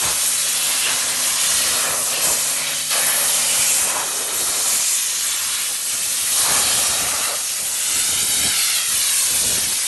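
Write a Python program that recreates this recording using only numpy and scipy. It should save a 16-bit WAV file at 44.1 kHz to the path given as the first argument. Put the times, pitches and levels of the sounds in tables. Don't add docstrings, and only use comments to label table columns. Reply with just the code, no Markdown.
import sys
import numpy as np
from scipy import signal
from scipy.io import wavfile
from scipy.ndimage import uniform_filter1d

SR = 44100
rng = np.random.default_rng(int(sys.argv[2]) if len(sys.argv) > 2 else 0)


def digitize_waveform(pressure):
    field = np.atleast_2d(pressure).T
    bounded = np.clip(field, -1, 1)
    quanta = np.round(bounded * 32767).astype(np.int16)
    wavfile.write(sys.argv[1], SR, quanta)


N = 435266
FRAME, HOP = 1024, 256
TIMES = np.arange(N // HOP + 5) * HOP / SR
HZ = np.fft.rfftfreq(FRAME, 1 / SR)

# pitch_hz, relative_db
HISS_COLOUR = [(1500, -43), (4000, -10.5), (5200, -6), (6300, -1.5), (7600, -1), (9000, 1), (9900, 0.5),
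               (11300, 0), (11750, -0.5), (12100, -26)]
RUSH_COLOUR = [(200, -18.5), (600, -20), (1200, -9), (2000, -2.5), (2800, 0), (4300, -0.5), (5500, -2),
               (7500, -10.5), (12000, -40)]
ROAR_COLOUR = [(60, -38), (150, -12), (300, -10.5), (430, -7), (560, -1.5), (740, -1.5), (1000, 1),
               (1400, -2), (2000, -5), (3500, -20.5)]
RUMBLE_COLOUR = [(15, -32), (30, -19), (50, -9), (80, 6.5), (130, -5), (220, 0), (350, -5), (700, -4.5),
                 (2000, -50)]
# time_s, level_db
HISS_LEVELS = [(0, -20.5), (1.15, -21.5), (1.55, -18.5), (2.21, -22.5), (2.25, -16.5), (2.64, -25.5),
               (2.95, -20), (3.77, -17), (4, -24), (4.35, -22), (4.8, -18), (5.05, -22), (5.95, -22.5),
               (6.62, -18), (7.55, -24.5), (7.93, -21), (9.4, -19), (9.87, -21)]
# time_s, level_db
RUSH_LEVELS = [(0, -28), (.75, -24), (1.08, -26.5), (1.65, -22.5), (2, -32.5), (2.7, -26.5), (3.62, -24),
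               (4.15, -34), (4.78, -25.5), (5.58, -27), (5.87, -31), (6.6, -23), (7.2, -26.5),
               (7.45, -29.5), (7.72, -30.5), (7.9, -24.5), (8.3, -25), (8.45, -21.5), (9.87, -27.5)]
# start_s, length_s, rise_s, roar_db, splash_db
BODY_HITS = [(0, 0.084, 0.019, -26.5, -30), (.15, 2.55, 0.56, -35.5, -35), (.83, .06, .03, -31.5, -23.5),
             (1.6, 0.32, 0.31, -28, -36), (2.08, 0.1, .05, -35, -27.5), (2.21, 0.094, 0.031, -29.5, -31),
             (2.9, 0.39, .025, -31.5, -33), (2.9, 1.87, .025, -34, -39), (2.9, 0.054, .02, -38, -25.5),
             (3.75, 0.25, 0.24, -29, -35), (4.8, .88, 0.76, -44.5, -37), (6.3, 0.28, 0.22, -25.5, -39),
             (6.35, 0.95, .15, -32.5, -36.5)]
# start_s, length_s, rise_s, level_db
AIR_GUSTS = [(0, .1, 0.046, -41), (1.5, 0.19, .1, -42), (4.25, 0.23, 0.15, -44.5), (5.7, .75, 0.28, -50),
             (6.35, 0.75, .15, -37.5), (7.58, 0.085, 0.067, -44), (7.82, 0.674, 0.14, -39.5),
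             (8.7, 0.3, 0.063, -46.5), (9.22, .48, 0.12, -37)]
HIT_FADE_S, GUST_FADE_S = 0.091, 0.064
# time_s, delay_ms, strength
MOVING_ECHO = [(0, 1.9, .05), (1.8, 1.61, .14), (4.5, 1.59, .14), (5.4, 1.74, .14), (7.75, 1.47, .14),
               (7.92, 1.4, .38), (8.22, 1.29, .5), (8.5, 1.32, .55), (8.72, 1.43, .5), (9, 1.715, .47),
               (9.55, 2.11, .27), (9.87, 2.63, .2)]
# delay_ms, strength
BODY_ECHOES = [(.39, -0.055), (.72, 0.049), (1.1, -0.0082), (3.26, -0.1)]
# pitch_hz, width_hz, gain_db
NARROW_NOTCHES = [(4900, 170, -2), (10350, 240, -2.5)]
# time_s, level_db
HUM_LEVELS = [(0, -51), (3.8, -47), (4.1, -53), (4.6, -53.5), (5, -64), (9.87, -63)]
# pitch_hz, relative_db
HUM_TONES = [(150, -3), (250, -1.5), (350, -26), (550, -1.5)]
# middle_s, level_db, pitch_hz
AIR_PUFFS = [(.08, -36, 70), (3.82, -34, 54.7), (4.425, -33, 80), (6.9, -35, 55), (8.91, -43, 120),
             (8.99, -45.5, 70), (9.46, -29, 55)]
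# middle_s, length_s, pitch_hz, boost_db
GAP_RINGS = [(0.856, .06, 2850, 5), (1.1, 0.97, 1700, 1.5), (1.848, 0.11, 1550, 5), (2.148, 0.14, 2880, 4),
             (2.196, 0.92, 580, 5), (2.33, 0.31, 7500, 2), (2.607, 0.11, 2370, 7), (2.797, 0.16, 3740, 3),
             (3.103, .25, 1900, 5.5), (3.187, 0.28, 11200, 5), (3.3, 0.81, 570, 3.5),
             (3.65, 0.44, 7100, 2.5), (3.703, 0.43, 2580, 5), (3.98, 0.18, 950, 5), (4.193, 0.29, 3400, 5),
             (4.302, .66, 404, 9), (4.845, 0.35, 7250, 4.5), (5.114, 0.32, 6480, 4), (5.45, 0.27, 1190, 6),
             (5.577, 0.32, 9300, 0), (6.413, 0.14, 3900, 3.5), (6.515, 0.17, 895, 2),
             (6.596, 0.068, 6700, 1.5), (7.302, 0.24, 1260, 5), (7.34, .1, 570, 10)]
# middle_s, length_s, gain_db
JET_DIPS = [(2.065, 0.055, -0.5), (2.202, 0.033, 0), (2.867, 0.076, -3.5), (5.83, .08, -1.5),
            (7.41, 0.047, -2), (8.86, 0.12, -2.5)]


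def amp(db):
    return 10 ** (np.asarray(db) / 20)


def evened(x):
    return x / np.sqrt(np.mean(x ** 2) + 1e-20)


def follow(rows, t=TIMES):
    times_s, *columns = np.transpose(rows)
    return [np.interp(t, times_s, column)[:, None] for column in columns]


def bell(x, centre, width):
    return .5 ** ((2 * (x - centre) / width) ** 2)


def wobble(frames):
    curve = rng.standard_normal((len(TIMES), 1))
    for _ in range(2):
        curve = uniform_filter1d(curve, frames, 0, mode="wrap")
    return evened(curve)


def patches(size):
    field = rng.standard_normal((len(TIMES), len(HZ)))
    for axis in (0, 1, 0, 1):
        field = uniform_filter1d(field, size[axis], axis, mode="wrap")
    return evened(field)


def swells(rows, fade_s):
    t = TIMES[:, None]
    total = 0
    for start_s, length_s, rise_s, *levels_db in rows:
        rise = np.clip((t - start_s) / rise_s, 0, 1)
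        fade = np.exp(-np.maximum(t - start_s - length_s, 0) / fade_s)
        total += (amp(levels_db)[:, None, None] * rise * fade) ** 2
    return total


def swirl(colour, power, size, patchy_db):
    pitch_hz, relative_db = np.transpose(colour)
    tone = evened(amp(np.interp(np.log(HZ + 1), np.log(pitch_hz), relative_db)))
    return power * (tone * amp(patchy_db * patches(size))) ** 2


def steam_jet(flutter_db=0.05):
    roar_power, splash_power = swells(BODY_HITS, HIT_FADE_S)
    roar_power += amp(-41.5) ** 2
    gust_power, = swells(AIR_GUSTS, GUST_FADE_S)
    power = hiss() + rush(splash_power) + roar(roar_power, gust_power) + rumble(roar_power, gust_power)
    power *= dips()
    ringing = ringing_gaps()
    ringing /= np.sqrt((power * ringing ** 2).sum(1) / power.sum(1))[:, None]
    flutter = amp(flutter_db * patches(size=(3, 300)))
    notches = amp(sum(db * bell(HZ, hz, width_hz) for hz, width_hz, db in NARROW_NOTCHES))
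    noise = rng.standard_normal(len(TIMES) * HOP)
    noise_grid = signal.stft(noise, nperseg=FRAME, noverlap=FRAME - HOP)[2].T[:len(TIMES)]
    shaped = noise_grid * np.sqrt(power) * ringing * flutter * echoes() * notches
    return signal.istft(shaped.T, nperseg=FRAME, noverlap=FRAME - HOP)[1][:N]


def hiss(tremble_db=0.67, tilt_db=1, pivot_hz=8500):
    octaves = np.clip(np.log2((HZ + 1) / pivot_hz), -1, 1)
    level_db = follow(HISS_LEVELS)[0] + tremble_db * wobble(frames=14)
    brightness_db = tilt_db * wobble(frames=16) * octaves
    return swirl(HISS_COLOUR, amp(level_db + brightness_db) ** 2, size=(4, 40), patchy_db=0.89)


def rush(splash_power):
    power = amp(follow(RUSH_LEVELS)[0]) ** 2 + splash_power
    return swirl(RUSH_COLOUR, power, size=(4, 24), patchy_db=1.28)


def roar(roar_power, gust_power, gust_share_db=-7):
    power = roar_power + gust_power * amp(gust_share_db) ** 2
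    return swirl(ROAR_COLOUR, power, size=(3, 16), patchy_db=1.5)


def rumble(roar_power, gust_power, gusty_db=1, roar_share_db=-17.5, lumpy_db=8.0):
    from_gusts = gust_power * amp(gusty_db * wobble(frames=8)) ** 2
    from_roar = roar_power * amp(roar_share_db + lumpy_db * np.tanh(wobble(frames=12))) ** 2
    return swirl(RUMBLE_COLOUR, from_gusts + from_roar, size=(3, 10), patchy_db=3.5)


def echoes(jitter_ms=0.019, faint_share=.25):
    delay_ms, strength = follow(MOVING_ECHO)
    delay_ms = delay_ms + jitter_ms * wobble(frames=10)
    phase_per_ms = -2j * np.pi * HZ / 1000
    near_gain = strength * 1.35 / np.sqrt(1 + (HZ / 8000) ** 4)
    near = near_gain * np.exp(phase_per_ms * delay_ms)
    body = sum(gain * np.exp(phase_per_ms * ms) for ms, gain in BODY_ECHOES)
    paths = near + body + faint_echoes(faint_share)
    bass_cut = HZ ** 2 / (HZ ** 2 + 900 ** 2)
    usual_gain = np.sqrt(1 + bass_cut ** 2 * (near_gain ** 2 + faint_share))
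    return abs(1 + bass_cut * paths) / usual_gain


def faint_echoes(power_share, count=24, spread_ms=4.4, drift_ms=.35):
    total = np.zeros((len(TIMES), len(HZ)), complex)
    for lateness, flip, pace, start in rng.random((count, 4)):
        sway = np.sin(2 * np.pi * ((.1 + .3 * pace) * TIMES + start))
        delay_ms = 1.5 - spread_ms * np.log(1 - .97 * lateness) + drift_ms * sway
        phase = 2 * np.pi * np.outer(delay_ms / 1000, HZ)
        total += np.sign(flip - .5) * np.exp(-1j * phase)
    return total * np.sqrt(power_share / count)


def mains_hum(waver_db=2):
    t = np.arange(N) / SR
    level_db = follow(HUM_LEVELS, t)[0][:, 0]
    wavers = patches(size=(12, 1)).T
    total = np.zeros(N)
    for (pitch_hz, relative_db), waver in zip(HUM_TONES, wavers):
        gain = amp(level_db + relative_db + waver_db * np.interp(t, TIMES, waver))
        total += gain * np.sin(2 * np.pi * (pitch_hz * t + rng.random()))
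    return np.sqrt(2) * total


def air_puffs(cycles=0.55):
    t = np.arange(N) / SR
    total = np.zeros(N)
    for middle_s, level_db, pitch_hz in AIR_PUFFS:
        wave = np.sin(2 * np.pi * pitch_hz * (t - middle_s))
        total += amp(level_db) * bell(t, middle_s, cycles / pitch_hz) * wave
    return total


def ringing_gaps(width_at_1khz_hz=400, widening=0.7, small_gaps_db=0.64):
    total_db = 0
    for middle_s, length_s, pitch_hz, boost_db in GAP_RINGS:
        width_hz = width_at_1khz_hz * (pitch_hz / 1000) ** widening
        total_db += boost_db * bell(TIMES[:, None], middle_s, length_s) * bell(HZ, pitch_hz, width_hz)
    return amp(total_db + small_gaps_db * patches(size=(40, 7)))


def dips():
    gain_db = sum(db * bell(TIMES[:, None], middle_s, length_s) for middle_s, length_s, db in JET_DIPS)
    return amp(gain_db) ** 2


def scene():
    return np.tile(steam_jet() + mains_hum() + air_puffs(), (2, 1))


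def record(dry, low_cut_hz=42, high_cut_hz=12080):
    bass_filter = signal.butter(4, low_cut_hz, "highpass", fs=SR, output="sos")
    treble_filter = signal.firwin(601, high_cut_hz, window=("kaiser", 9), fs=SR)
    return signal.oaconvolve(signal.sosfilt(bass_filter, dry), treble_filter[None], "same")


dry = scene()
out = record(dry)
digitize_waveform(out)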